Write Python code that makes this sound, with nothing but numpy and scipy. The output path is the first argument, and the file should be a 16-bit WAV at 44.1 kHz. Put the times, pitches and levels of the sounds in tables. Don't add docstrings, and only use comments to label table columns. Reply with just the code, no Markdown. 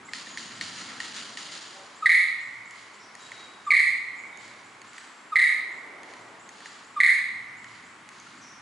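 import sys
import numpy as np
from scipy import signal
from scipy.fft import rfft, irfft, next_fast_len
from scipy.io import wavfile
from scipy.ndimage import uniform_filter1d, minimum_filter1d

SR = 44100
rng = np.random.default_rng(int(sys.argv[2]) if len(sys.argv) > 2 else 0)


def store_pcm(level_fs):
    pcm = np.round(np.clip(level_fs, -1, 1) * 32767).astype(np.int16)
    wavfile.write(sys.argv[1], SR, np.atleast_2d(pcm).T)


def magnitude_from_level(level_db):
    exponent = np.asarray(level_db, float) / 20
    return 10 ** exponent


N = 379701
PADDED = next_fast_len(N)
FREQS = np.maximum(np.fft.rfftfreq(PADDED, 1 / SR), 1)
SIDES = np.array([[1], [-1]])

# f/Hz, density/dB per Hz
CANOPY = [(18, -70), (30, -10), (241, -7.5), (531, -14.5), (752, -10.5), (1090, -4), (1270, -5.5),
          (1400, -6), (2180, -8.5), (2530, -13.5), (4160, -20.5), (7530, -25.5), (11200, -32), (14600, -77),
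          (22000, -120)]
# f/Hz, side minus mid/dB
SIDE_SHARE = [(60, -20), (170, -22), (490, -9), (1410, -7.5), (4030, -6), (11500, -10.5)]
# t/s, level/dB
HUSH = [(0, -61), (.9, -56.5), (1.87, -57.5), (2.3, -66), (3.5, -57), (3.95, -64.5), (4.3, -56.5),
        (4.84, -61.5), (5.5, -60), (6.02, -51), (6.45, -56.5), (7, -62), (8.61, -63)]
# t/s, level/dB
RUMBLE = [(0, -58), (.89, -54), (1.87, -64.5), (2.5, -68), (3.2, -65.5), (6, -65), (7.5, -62.5),
          (8.61, -60)]
# t/s, level/dB
RATTLE_BASE = [
    (0, -72),
    (.14, -45),
    (.8, -42),
    (1.5, -44.5),
    (1.9, -49),
    (3.6, -62),
    (8.61, -89),
]
# f/Hz, width/Hz, level/dB
QUILLS = [(1335, 120, 4), (1890, 740, 3.5), (3050, 620, -2.5), (4410, 1370, 0), (5830, 120, -3.5),
          (6900, 810, -4), (8820, 900, -13.5), (10470, 610, -23)]
# t/s, level/dB, brightness/dB
SHAKES = [
    (.27, -54, -20),
    (.5, -49, -19),
    (.75, -44.5, 0),
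    (.88, -45.5, -28),
    (1.136, -46, 5),
    (1.51, -47.5, 6.5),
    (1.7, -56, -6),
]
# t/s, level/dB, brightness/dB
SHIVERS = [(2.72, -53, 5.5), (3.16, -49, 2), (3.3, -51, 2), (4.38, -59.5, 14), (4.83, -53, 0),
           (4.93, -51, 2.5), (6.04, -55, 7), (6.5, -53.5, 6.5), (6.62, -56.5, 11), (7.65, -59, 10.5),
           (8.1, -62.5, 13.5), (8.25, -62, 9)]
# t/s, level/dB
CHIRPS = [(.045, -52), (0.532, -54), (1.719, -60), (1.95, -55), (2.4, -57), (2.65, -57), (2.932, -59),
          (3.201, -53), (3.43, -60), (3.648, -53), (3.974, -61), (4.158, -57.5), (4.38, -55),
          (4.632, -58.5), (4.867, -56), (5.707, -59), (6.19, -60), (6.39, -55), (6.656, -55.5),
          (6.842, -57.5), (7.565, -57), (7.838, -57.5), (8.359, -58)]
# t/s, length/s, f/Hz, level/dB, roughness/0-1
WHISTLES = [(.264, 0.16, 6860, -49, 0.4), (1.734, 0.14, 576, -52.5, 0.01), (1.747, 0.13, 780, -52.5, 0.06),
            (2.989, .11, 5440, -55, 0.8), (3.186, 0.12, 3900, -53, 0.07), (3.33, 0.14, 3890, -51, 0.11),
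            (3.5, .12, 3870, -62, .2), (4.182, 0.035, 6900, -55, 0.3), (4.32, 0.098, 3760, -56, 0.25),
            (4.982, 0.036, 8000, -54, 0.5), (5.067, 0.28, 7540, -64.5, 0.1),
            (8.11, 0.17, 6650, -60.5, 1.17), (8.406, 0.14, 5850, -51, 0.8)]
# f/Hz, early t60/s, late t60/s, strength/dB
FOREST = [(600, 0.39, 4.3, 5.5), (1110, 0.19, 1.6, 9), (1885, 0.58, 0.66, 4.5), (2330, 0.49, 3.18, 5.5),
          (2620, 0.74, 1.37, 6), (3770, 0.72, 1.18, 3.5), (8000, 0.51, 1.23, 9), (10900, 0.46, 0.66, 11)]
# multiple/1, level in notes/dB, level in soft sounds/dB
OVERTONES = [(1, 0, 0), (2, -22.5, -28), (3, -45, -28), (4, -38, -44), (5, -40, -50), (7, -70, -39)]
# f/Hz, density/dB per Hz
RASP = [(1590, -64), (2700, -4.5), (3000, -9), (3600, 0), (4250, -3.5), (5530, -17), (6080, -28),
        (6600, -9.5), (7510, -20.5), (8440, -11), (9390, -21.5), (10300, -14.5), (11000, -18), (14300, -54),
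        (22000, -120)]
# t of top/s, peak/dB, f/Hz, half width/ms
GURGLES = [
    (.091, -38, 2070, 10),
    (.271, -36.5, 1850, 6.3),
    (.513, -43, 1860, 6.4),
    (1.118, -51, 2200, 12),
    (1.497, -44, 2050, 15),
    (1.74, -56, 1960, 4),
    (8.27, -42, 1390, 8),
    (3.32, -32.5, 2100, 2.57),
    (4.9835, -28.5, 1900, 2.35),
    (6.66, -29.5, 1880, 2.59),
]
# f/Hz, level/dB, t60/s, ring/0 low 1 middle 2 high
BILL = [(1860, 6, 0.024, 0), (2200, 6, 0.0046, 0), (3010, -4.5, 0.0055, 1), (4270, -8.5, 0.016, 1),
        (4430, -7, 0.011, 1), (6580, 2.5, 0.0085, 2), (8500, -34, 0.0033, 2), (9900, -12, 0.0057, 2)]
# t/s, peak/dB
SNAPS = [
    (.1345, -26.5),
    (.3739, -28.5),
    (0.6112, -25.5),
    (1.0029, -26.5),
    (1.373, -27),
]
# low, middle, high ring/dB
SNAP_RINGS = (-1.5, 3.5, -32)
# t/s, peak/dB
CLUCKS = [
    (3.3172, -40),
    (4.9808, -37),
    (6.6582, -41),
]
# t/s, peak/dB, brightness/dB
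TICKS = [(2.709, -47.5, 11), (3.152, -43, 6.5), (4.373, -50, 13.5), (4.48, -44.5, -3), (4.817, -43.5, 2),
         (4.9325, -47, 3), (4.963, -53, 3), (6.0326, -45, 4), (6.137, -43, -10), (6.4911, -44.5, 6),
         (6.6047, -46, 3), (7.644, -42.5, -5), (7.7504, -50, .3), (8.09, -38.5, 0.5), (8.1997, -55, 15)]
# t of top/s, peak/dB, f/Hz, half width/ms
LEADS = [
    (2.0325, -23, 1251, 13.3),
    (2.051, -24, 1256, 13),
    (3.6785, -23.5, 1185, 15.6),
    (3.6955, -28.5, 1210, 8.8),
    (5.333, -23, 1237, 18),
    (6.9755, -23, 1194, 16.7),
    (6.9923, -26.5, 1195, 10.4),
]
# t of top/s, peak/dB, f/Hz, half width/ms
LINGER = [
    (2.085, -34.5, 1235, 20),
    (3.728, -30, 1171, 24),
    (5.357, -29.5, 1261, 13),
    (7.023, -49, 1140, 14),
]
# t of first throb/s, peak/dB, f/Hz, throb gap/ms, growth per throb/dB
BURSTS = [(2.0608, -6, 1948, 4.6, -1), (2.0950, -4.5, 2067, 5.0, -2.3), (2.1190, -6.5, 2010, 5.5, -1),
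          (2.1458, -10, 2096, 4.6, -0.3), (3.7078, -10, 2148, 5.5, 2), (3.7395, -8.5, 2058, 6.0, 0),
          (3.7667, -11, 2093, 5.5, 0.7), (3.7913, -10, 2030, 6.6, 1.1), (5.3592, -7, 2053, 5.4, -.6),
          (5.3884, -8.5, 2001, 5.7, .1), (5.4174, -9, 2002, 5.5, 0.1), (5.441, -10.5, 1974, 6.4, -2.5),
          (7.0042, -4, 2028, 5.4, -2.5), (7.0354, -4.5, 2042, 6.5, -1.3), (7.0646, -9.5, 1970, 6.2, -0.6),
          (7.0894, -15, 1973, 5.2, 1.5), (7.105, -15, 2067, 9.4, -3)]
# level/dB, half width/ms
BURST_SHAPE = [
    (0.5, 3.3),
    (-.6, 3.0),
    (-0.8, 3.2),
    (-6.5, 2.166),
]


def rms_one(x):
    return x / np.sqrt(np.mean(x ** 2) + 1e-20)


def in_time(rows):
    s, *columns = np.transpose(rows)
    return [np.interp(np.arange(N) / SR, s, c) for c in columns]


def at_hz(points, hz, index=1):
    points = np.array(points)
    return np.interp(np.log(hz), np.log(points[:, 0]), points[:, index])


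def add(track, start_s, piece):
    i = round(start_s * SR)
    track[i:i + len(piece)] += piece[:N - i]


def coloured(x, gain):
    return irfft(rfft(x, PADDED) * gain, PADDED)[..., :N]


def spread(mid, side):
    side = coloured(side, magnitude_from_level(at_hz(SIDE_SHARE, FREQS)))
    return np.array([mid + side, mid - side])


def wind():
    noise = coloured(spread(*rng.standard_normal((2, N))), magnitude_from_level(at_hz(CANOPY, FREQS)))
    rumble = coloured(noise, 1 / (1 + (FREQS / 320) ** 6))
    leaves = coloured(noise, 1 / (1 + (800 / FREQS) ** 6))
    hush = noise - rumble - leaves
    hum = coloured(spread(*rng.standard_normal((2, N))), 1 / (1 + ((FREQS - 115) / 25) ** 2))
    (rumble_db,), (hush_db,) = in_time(RUMBLE), in_time(HUSH)
    hum_db = -70 + 5 * np.interp(np.arange(N), np.linspace(0, N, num=30), rng.standard_normal(30))
    leaves_db = -50.5 + 0.089 * (rumble_db - rumble_db.mean())
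    rumble = coloured(rumble, 1 / (1 + (160 / FREQS) ** 4))
    low = magnitude_from_level(rumble_db) * rms_one(rumble) + magnitude_from_level(hum_db) * rms_one(hum)
    return low + magnitude_from_level(hush_db) * rms_one(hush) + magnitude_from_level(leaves_db) * rms_one(leaves)


def feather_moves():
    jolts = [(s, 0.0063, 0.11, peak_db - 21, 5) for s, peak_db in SNAPS]
    shakes = [(s, 0.018, 0.11, *rest) for s, *rest in SHAKES]
    shivers = [(s, 0.084, 0.12, *rest) for s, *rest in SHIVERS]
    return jolts + shakes + shivers


def rattle(uneven_db=0.5, ticks_per_s=4000, bright_above_hz=2600):
    t = np.arange(SR) / SR
    sizes = magnitude_from_level(0.37 * np.minimum(rng.exponential(1, (2, N)), 5)) * rng.choice([-1, 1], (2, N))
    clumps = magnitude_from_level(1.8 * rms_one(uniform_filter1d(rng.standard_normal(N), size=700)))
    mid, side = sizes * (rng.random((2, N)) < ticks_per_s * clumps / SR)
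    ticks = rfft(rms_one(spread(mid, side * magnitude_from_level(-2.5))), PADDED)
    moves, base = feather_moves(), magnitude_from_level(in_time(RATTLE_BASE)[0] - 5.5)
    favour, out = rng.standard_normal((len(moves), len(QUILLS))), 0
    for k, (hz, width_hz, mode_db) in enumerate(QUILLS):
        bright = hz > bright_above_hz
        effort = base * bright
        for (s, rise_s, fall_s, level_db, bright_db), luck in zip(moves, favour[:, k]):
            peak_db = level_db + 4.5 + bright_db * bright + uneven_db * luck
            add(effort, s, magnitude_from_level(peak_db) * (1 - np.exp(-t / rise_s)) * np.exp(-t / fall_s))
        body = magnitude_from_level(mode_db + 5) / np.sqrt(1 + (2 * (FREQS - hz) / width_hz) ** 4)
        out = out + effort * irfft(ticks * body, PADDED)[:, :N]
    return out


def far_birds():
    out = np.zeros(N)
    calls = [(s, .047, 6550, 7900, level_db, 0.39) for s, level_db in CHIRPS]
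    calls += [(s, length_s, hz, hz * (1 - 0.019), level_db, rough)
              for s, length_s, hz, level_db, rough in WHISTLES]
    for s, length_s, start_hz, end_hz, level_db, rough in calls:
        u = np.linspace(0, 1, round(length_s * SR))
        wobble = rms_one(uniform_filter1d(rng.standard_normal(len(u)), 60))
        hz = start_hz + (end_hz - start_hz) * np.sin(np.pi * u / 2) + 450 * rough * wobble
        swell = magnitude_from_level(level_db) * np.minimum(8 * u, 1) * np.sqrt(1 - u ** 2)
        add(out, s, swell * np.sin(2 * np.pi * np.cumsum(hz) / SR))
    return out


def forest(x, wet_db, late_db=-16, side_db=-7):
    t = np.arange(2 * SR) / SR
    white, echo = rng.standard_normal((2, 2, len(t))), 0
    for k, low_hz in enumerate(450 * 2 ** np.arange(0, 4.7, 1 / 3)):
        third = signal.butter(2, [low_hz, low_hz * 2 ** (1 / 3)], "band", fs=SR, output="sos")
        early_s, late_s, strength_db = [at_hz(FOREST, low_hz * 1.12, index=i) for i in (1, 2, 3)]
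        band = signal.sosfilt(third, white[k % 2]) * magnitude_from_level(strength_db)
        echo = echo + band * np.hypot(magnitude_from_level(-60 * t / early_s), magnitude_from_level(late_db - 60 * t / late_s))
    onset = (1 - np.exp(-(t / .005) ** 2)) * (1 - .72 * np.exp(-(t / .06) ** 2))
    mid, side = echo * onset * magnitude_from_level(wet_db)
    echo = mid + SIDES * magnitude_from_level(side_db) * side
    return signal.fftconvolve(x[None], echo, axes=1)[:, :N]


def voice(rows, column, glide, breath_db):
    out, air = np.zeros(N), np.zeros(N)
    for s, peak_db, hz, width_ms in rows:
        start_s = s - width_ms / 1000
        u = np.linspace(-1, 1, round(2 * width_ms * SR / 1000))
        phase = 2 * np.pi * np.cumsum(hz * (1 - glide * u)) / SR
        swell = magnitude_from_level(peak_db) * np.cos(np.pi * u / 2) ** 2
        tone = sum(magnitude_from_level(row[column]) * np.sin(row[0] * phase) for row in OVERTONES)
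        add(out, start_s, swell * tone)
        add(air, start_s, swell)
    rasp = rms_one(coloured(rng.standard_normal(N), magnitude_from_level(at_hz(RASP, FREQS))))
    return out + magnitude_from_level(breath_db) * air * rasp


def bill_contacts():
    snaps = [(*row, *SNAP_RINGS) for row in SNAPS]
    clucks = [(*row, .1, -14, -4) for row in CLUCKS]
    ticks = [(s, peak_db, .1, 3.1, .1 + bright_db) for s, peak_db, bright_db in TICKS]
    return snaps + clucks + ticks


def bill():
    out, rows = np.zeros(N), bill_contacts()
    crunch = np.exp(-np.arange(SR // 300) / (0.0013 * SR))
    chance = rng.standard_normal((len(rows), len(BILL), len(crunch)))
    chance[:, :, 0] = 4
    for k, (hz, level_db, t60_s, ring) in enumerate(BILL):
        hits = np.full(N, 1e-18)
        for i, (s, peak_db, *rings_db) in enumerate(rows):
            hit_db = peak_db + rings_db[round(ring)] + level_db - 16.5
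            add(hits, s, magnitude_from_level(hit_db) * crunch * chance[i, k])
        r, w = magnitude_from_level(-60 / (t60_s * SR)), 2 * np.pi * hz / SR
        out += signal.lfilter([.5, 0, -.5], [1, -2 * r * np.cos(w), r * r], hits)
    return out


def throbs(scatter_db=1.1, scatter_hz=45, width_scatter=.18, sag_hz=27.8):
    chance = rng.standard_normal((len(BURSTS), len(BURST_SHAPE), 3))
    rows = []
    for (s, peak_db, hz, gap_ms, growth_db), burst_luck in zip(BURSTS, chance):
        for k, (step_db, width_ms) in enumerate(BURST_SHAPE):
            luck = burst_luck[k]
            rows.append((s + k * gap_ms / 1000,
                         peak_db + step_db + k * growth_db + scatter_db * luck[0],
                         hz - sag_hz * (k - 1) + scatter_hz * luck[1],
                         width_ms * np.exp(width_scatter * luck[2])))
    return rows


def scene():
    notes = magnitude_from_level(-0.5) * voice(throbs(), column=1, glide=0.085, breath_db=-26.0)
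    soft = voice([*LEADS, *LINGER], column=2, glide=0.06, breath_db=-35)
    soft = soft + voice(GURGLES, column=2, glide=0.065, breath_db=-18.5)
    clicks = signal.sosfilt(signal.butter(2, 1400, "high", fs=SR, output="sos"), bill())
    far = far_birds()
    to_trees = notes + magnitude_from_level(-5.0) * soft + magnitude_from_level(-9) * clicks + magnitude_from_level(-2.5) * far
    bird = notes + soft + clicks + forest(to_trees, wet_db=-32.5)
    throat = coloured(bird, 1 / (1 + ((FREQS - 2400) / 400) ** 4))
    bird = throat * magnitude_from_level(-1.4 * SIDES) + (bird - throat) * magnitude_from_level(-.1 * SIDES)
    return bird + far + rattle() + wind()


def levelled(x, knee_db=-24.5, share=0.17, attack_s=0.051, recovery_db_per_s=54):
    creep_db = recovery_db_per_s * np.arange(N) / SR
    level_db = 10 * np.log10(uniform_filter1d((x ** 2).mean(axis=0), size=400).clip(1e-12))
    held_db = np.maximum.accumulate(level_db + creep_db) - creep_db
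    r = np.exp(-1 / (attack_s * SR))
    return x * magnitude_from_level(signal.lfilter([1 - r], [1, -r], -share * np.maximum(held_db - knee_db, 0)))


def roll_off(x):
    return signal.sosfilt(signal.butter(12, 12120, fs=SR, output="sos"), x)


def record(dry):
    even = levelled(dry)
    bent = even + 0.0058 * even ** 2
    height = -minimum_filter1d(-np.abs(bent).max(axis=0), size=60)
    held = bent * uniform_filter1d(np.minimum(1, .5 / (height + 1e-9)) ** .7, size=60)
    cut = signal.sosfilt(signal.butter(2, 60, "high", fs=SR, output="sos"), held)
    cut = signal.sosfilt(signal.ellip(7, .5, 38, 11020, fs=SR, output="sos"), cut)
    return roll_off(cut)


dry = scene()
out = record(dry)
store_pcm(out)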